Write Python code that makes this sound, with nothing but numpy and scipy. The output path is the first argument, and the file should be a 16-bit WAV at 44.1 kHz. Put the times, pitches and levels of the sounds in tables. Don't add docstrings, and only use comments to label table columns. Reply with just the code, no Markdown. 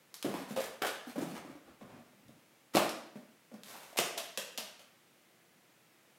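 import sys
import numpy as np
from scipy import signal
from scipy.fft import rfft, irfft
from scipy.io import wavfile
from scipy.ndimage import uniform_filter1d

SR = 44100
rng = np.random.default_rng(int(sys.argv[2]) if len(sys.argv) > 2 else 0)


def transcribe(u):
    v = np.clip(np.atleast_2d(u).T, -1, 1)
    q = np.round(v * 32767).astype(np.int16)
    wavfile.write(sys.argv[1], SR, q)


N = 272537
TAPS = 4096
FREQS = np.fft.rfftfreq(TAPS, 1 / SR)
SPOTS = 6


def amp(db):
    return 10 ** (np.asarray(db) / 20)


def unit(x):
    return x / np.sqrt(np.sum(x ** 2) + 1e-20)


def look_up(points, hz):
    f, value = np.transpose(points)
    return np.interp(np.log(hz + 1), np.log(f + 1), value)


def add(mix, start_s, sound):
    part = mix[max(round(start_s * SR), 0):][:len(sound)]
    part += sound[:len(part)]


def pulse(tone_db):
    log_gain = np.log(amp(np.concatenate([tone_db, tone_db[-2:0:-1]])))
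    return irfft(np.exp(np.conj(signal.hilbert(log_gain)))[:len(FREQS)])


def peak(hz, q, height_db):
    return 10 * np.log10(1 + amp(height_db) ** 2 / (1 + (2 * q * (FREQS - hz) / hz) ** 2))


def grit(size, spread_db):
    return rng.standard_normal(size) * amp(spread_db * np.minimum(rng.exponential(1, size), 4))


def contact(skid_s, touch_s=0.0012):
    skid_share = 1 - np.exp(-skid_s / touch_s)
    fade = np.exp(-np.arange(TAPS) / SR / skid_s)
    force = np.sqrt(skid_share) * unit(grit(TAPS, spread_db=6.6) * fade)
    force[0] += np.sqrt(1 - skid_share)
    ripple_db = 10 * np.log10(uniform_filter1d(abs(rfft(force)) ** 2, size=9) + .02)
    return unit(signal.fftconvolve(force, pulse(-0.48 * ripple_db))[:TAPS])


# f/Hz, level/dB
HISS_TONE = [(18, -70.5), (30, -25), (59, -32), (117, -6.5), (174, -1.5), (294, -4.5), (335, -1), (402, -8),
             (447, -4.5), (581, -6.5), (662, -7.5), (1030, -10.5), (2210, -9.5), (4370, -16.5),
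             (15800, -21)]
def hiss(level_db=-66):
    tone = amp(look_up(HISS_TONE, np.fft.rfftfreq(N, 1 / SR)))
    noise = irfft(rfft(rng.standard_normal(N)) * tone, N)
    return amp(level_db) * unit(noise) * np.sqrt(N)


# f/Hz, fade/s
ECHO_FADE = [(80, 0.32), (200, 0.78), (500, 0.62), (1500, 0.65), (3000, 0.62), (6000, 0.54), (10000, 0.44),
             (16000, 0.34)]
# f/Hz, level/dB
ECHO_TONE = [(60, 10.5), (150, -1), (300, -4), (600, -2), (1500, 3), (4000, -2), (9000, -0.5), (16000, -3)]
def wall_echoes():
    t = np.arange(SR) / SR
    build_up = 1 - np.exp(-t / 0.00079)
    echoes = unit(rng.choice([-1., 1.], SR) * (rng.random(SR) < .15) * build_up)
    hz, when, bands = signal.stft(echoes, SR, nperseg=256)
    fade_rate = np.log(1000) / look_up(ECHO_FADE, hz)[:, None]
    bands = bands * np.exp(-fade_rate * when) * np.sqrt(2 * fade_rate)
    bands *= amp(look_up(ECHO_TONE, hz))[:, None]
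    tail = signal.istft(bands, SR, nperseg=256)[1][:SR]
    furniture_s = rng.uniform(0.0018, .028, size=8)
    tail[(furniture_s * SR).astype(int)] += amp(-9) * unit(rng.standard_normal(len(furniture_s)))
    return tail


# f/Hz, level/dB, time to fade by 60 dB/s
ROOM_NOTES = [(192, -36, 1), (326.7, -6.5, 0.12), (500, -4, 0.39), (633, -13, 0.17), (710, -13, 0.42)]
def standing_waves(sound):
    t = np.arange(SR) / SR
    ring = np.zeros(SR)
    for hz, db, fade_s in ROOM_NOTES:
        fade_rate = np.log(1000) / fade_s
        ring += amp(db) * 2 * fade_rate / SR * np.exp(-fade_rate * t) * np.sin(2 * np.pi * hz * t)
    return signal.fftconvolve(sound, ring)[:N]


def room(spots):
    return standing_waves(spots.sum(0)) + sum(signal.oaconvolve(x, wall_echoes())[:N] for x in spots)


# f/Hz, level/dB
RUB_TONE = [(30, -31), (120, -6.5), (300, 2), (700, 5.5), (1200, 1.5), (2500, -0.5), (4000, -2.5),
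            (8000, -7), (13000, -7.5), (16000, -14.5)]
# t/s, length/s, level/dB, brightness/(dB per octave)
DRAGS = [(.234, .27, -50.5, -1.5), (.465, 0.085, -51, 1), (1.047, 0.094, -52, 0.5),
         (1.345, 0.047, -42, -2.5), (1.4, 0.16, -56, -3.5), (1.64, 0.093, -56.5, -5),
         (1.8, 0.041, -48, -5.5), (1.82, 0.21, -53, -5.5), (2.2, 0.15, -66, -16), (2.733, 0.026, -34.5, -1),
         (3.63, 0.17, -50, 1)]
def rubbing(catch_db=3, catch_s=0.0033):
    out = np.zeros((SPOTS, N))
    catches = unit(uniform_filter1d(rng.standard_normal(N), int(catch_s * SR))) * np.sqrt(N)
    friction = unit(grit(N, spread_db=6) * amp(catch_db * catches)) * np.sqrt(N)
    for k, (start_s, length_s, db, brightness) in enumerate(DRAGS + slides()):
        stroke = friction[round(start_s * SR):][:round(length_s * SR)]
        stroke = stroke * signal.windows.tukey(len(stroke), .7)
        bright_db = brightness * np.log2(np.maximum(FREQS, 170) / 1000)
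        tone = unit(pulse(look_up(RUB_TONE, FREQS) + bright_db))
        add(out[k % SPOTS], start_s, amp(db) * signal.fftconvolve(stroke, tone))
    return out


# t/s, length/s, level/dB
WEIGHT_SHIFTS = [(1.28, 0.3, 8.5), (1.867, 0.049, -23), (2.131, .3, -8)]
def treads(count=5, fade_db=-8.5, middle_hz=222.5, spread_octaves=0.35):
    rows = []
    for start_s, length_s, db in WEIGHT_SHIFTS:
        for k, (late, pitch) in enumerate(rng.random((count, 2))):
            progress = (k + late) / count
            hz = middle_hz * 2 ** (spread_octaves * (2 * pitch - 1))
            rows.append((start_s + length_s * progress, db + fade_db * progress, hz))
    return rows


# f/Hz, level/dB
CLAW_TONE = [(30, -22), (120, -52), (300, -13.5), (700, -10), (1500, -13), (3000, -10), (5000, -10),
             (8000, -14), (13000, -15), (16000, -27)]
# t/s, level/dB, ring f/Hz, skid time/s
CLAW_CLICKS = [(.1422, -9.5, 4420, 0.00073), (.1432, -11.5, 11200, .0012), (.2269, -3, 3000, 0.0017),
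               (.562, -9, 3700, 0.007), (.8222, -6.5, 4700, 0.004), (.866, -0.5, 3330, .016),
               (1.213, -13.5, 7000, .011), (2.283, -29.5, 3950, .003), (2.7575, 5, 4100, 0.00095),
               (2.77, 4, 2560, 0.0047), (2.793, -11, 8900, 0.0038), (2.8926, -4, 5200, 0.0045),
               (3.54, -27, 5000, .0053), (3.6349, -13, 3370, 0.00049), (3.9716, 4, 2680, 0.0095),
               (3.976, 5.5, 2120, 0.0098), (3.9879, 9.5, 3160, 0.0027), (4.177, 2.5, 3400, 0.0068),
               (4.3748, 3.5, 3350, 0.0032), (4.5765, 0.5, 4650, 0.0059), (4.582, -3.5, 2850, .0045),
               (4.794, -19.5, 3000, 0.013)]
def claws():
    out = np.zeros((SPOTS, N))
    for k, (start_s, db, hz, skid_s) in enumerate(CLAW_CLICKS):
        thin_below_hz = 0.25 * hz * 2 ** (0.0056 * db)
        thin_db = -10 * np.log10(1 + (thin_below_hz / (FREQS + 30)) ** 2)
        ring_db = 4.5 + 0.5 * np.log2(skid_s / 0.0022)
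        tick = pulse(look_up(CLAW_TONE, FREQS) + thin_db + peak(hz, q=4.7, height_db=ring_db))
        add(out[k % SPOTS], start_s, amp(db) * signal.fftconvolve(contact(skid_s, touch_s=0.0028), tick))
    return out


# f/Hz, level/dB
PAW_TONE = [(30, -35), (90, -40), (200, -19), (450, -10), (700, -10.5), (1000, -15.5), (1600, -21.5),
            (3000, -21.5), (6000, -34), (13000, -32), (16000, -42)]
# t/s, level/dB, trapped air f/Hz, settling time/s
PAW_SLAPS = [(.341, 5.5, 970, 0.00097), (.5625, 11, 517, 0.011), (.574, 10.5, 534, 0.013),
             (0.819, 7, 457, 0.0011), (0.8218, 16, 1650, .002), (.834, 4.5, 736, 0.0063),
             (.849, 10, 1700, 0.0029), (.854, 9, 545, 0.0021), (1.158, -1.5, 600, 0.0066),
             (1.213, -1, 655, 0.02), (2.7505, 19.5, 640, 0.003), (2.7696, 22, 597, 0.0012),
             (2.776, 12, 1580, 0.0044), (2.797, 6.5, 1270, 0.0089), (2.812, 6.5, 610, 0.0054),
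             (3.157, -17, 555, 0.003), (3.5158, -17, 546, 0.00084), (3.738, -5.5, 925, 0.024),
             (3.929, -14, 656, 0.0014), (3.9612, -2.5, 696, 0.0022), (3.9886, 14, 690, 0.0029),
             (4.172, 2, 647, 0.0094), (4.378, 1, 526, 0.0036), (4.584, -2.5, 637, 0.0029),
             (4.797, -18.5, 590, 0.0046)]
def paws():
    out = np.zeros((SPOTS, N))
    for k, (start_s, db, hz, settle_s) in enumerate(PAW_SLAPS):
        octaves_up = np.log2(hz / 606)
        hollow_db = 15 - 0.1777 * db - 2 * octaves_up
        pocket_db = peak(hz, q=7.5 * 2 ** (-0.54 * octaves_up), height_db=hollow_db)
        bright_db = 0.87 * octaves_up * np.log2(np.clip(FREQS, 100, 3000) / 1000)
        clap = pulse(look_up(PAW_TONE, FREQS) + bright_db + pocket_db)
        force = contact(settle_s, touch_s=0.0023)
        add(out[k % SPOTS], start_s, amp(db) * signal.fftconvolve(force, clap))
    return out


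def slides(brightness=0.4):
    return [(start_s, 9.46 * settle_s, -53.5 + .5 * db, brightness)
            for start_s, db, _, settle_s in PAW_SLAPS]


# f/Hz, level/dB
PAD_TONE = [(30, -45), (80, -43.5), (150, -10.5), (250, -7.5), (400, -8.5), (580, -8), (900, -25),
            (2000, -35.5), (8000, -46), (16000, -46.5)]
# t/s, level/dB, boom f/Hz
LANDINGS = [(.2462, 20.5, 255), (.2555, 19, 338), (.291, 17.5, 181), (.344, 12.5, 248), (.508, 14, 210),
            (1.071, 8, 240), (1.162, 15.5, 178), (1.1805, 19, 247), (1.205, 16.5, 168), (1.224, 15.5, 273),
            (1.817, 3, 215), (1.987, -4.5, 221), (2.292, -3, 218), (2.7505, 26.5, 287), (2.7615, 21.5, 211),
            (2.785, 16.5, 300), (3.157, 9, 210), (3.519, -1, 221), (3.54, 8, 196), (3.987, 16.5, 334),
            (4.378, 0, 192), (4.582, 1.5, 196)]
def pads(squash_s=0.000059, firm_s=0.0018, sag=0.31, sag_s=0.0064):
    out = np.zeros((SPOTS, N))
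    t = np.arange(TAPS) / SR
    push = t * np.exp(-t / squash_s)
    pat = pulse(look_up(PAD_TONE, FREQS))
    bass_cut = signal.butter(3, 125, "high", fs=SR, output="sos")
    above_boom = signal.butter(2, 900, "high", fs=SR, output="sos")
    bent_time = t + sag * sag_s * (1 - np.exp(-t / sag_s))
    for k, (start_s, db, hz) in enumerate(LANDINGS + treads()):
        load_s = .0046 * (245 / hz) ** 0.54
        swell = t * np.exp(-t / load_s)
        boom = signal.sosfilt(bass_cut, 2 * swell / swell.sum() * np.sin(2 * np.pi * hz * bent_time))
        brush = signal.sosfilt(above_boom, contact(skid_s=0.025))
        touch = signal.fftconvolve(push / push.sum() + amp(8.5) * brush, pat)[:TAPS]
        add(out[k % SPOTS], start_s, amp(db) * (amp(-2.5) * boom + firm_s / load_s * touch))
    return out


def scene():
    pad, paw, claw, rub = pads(), paws(), claws(), rubbing()
    direct = (pad + paw + claw + amp(-5) * rub).sum(0)
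    into_room = amp(1) * pad + amp(3) * paw + amp(3.5) * claw + amp(-2.5) * rub
    return (direct + room(into_room) + hiss())[None]


def record(dry):
    treble_cut = signal.firwin(511, 16000, window=("kaiser", 9), fs=SR)
    return signal.oaconvolve(dry, treble_cut[None], "same")


dry = scene()
out = record(dry)
transcribe(out)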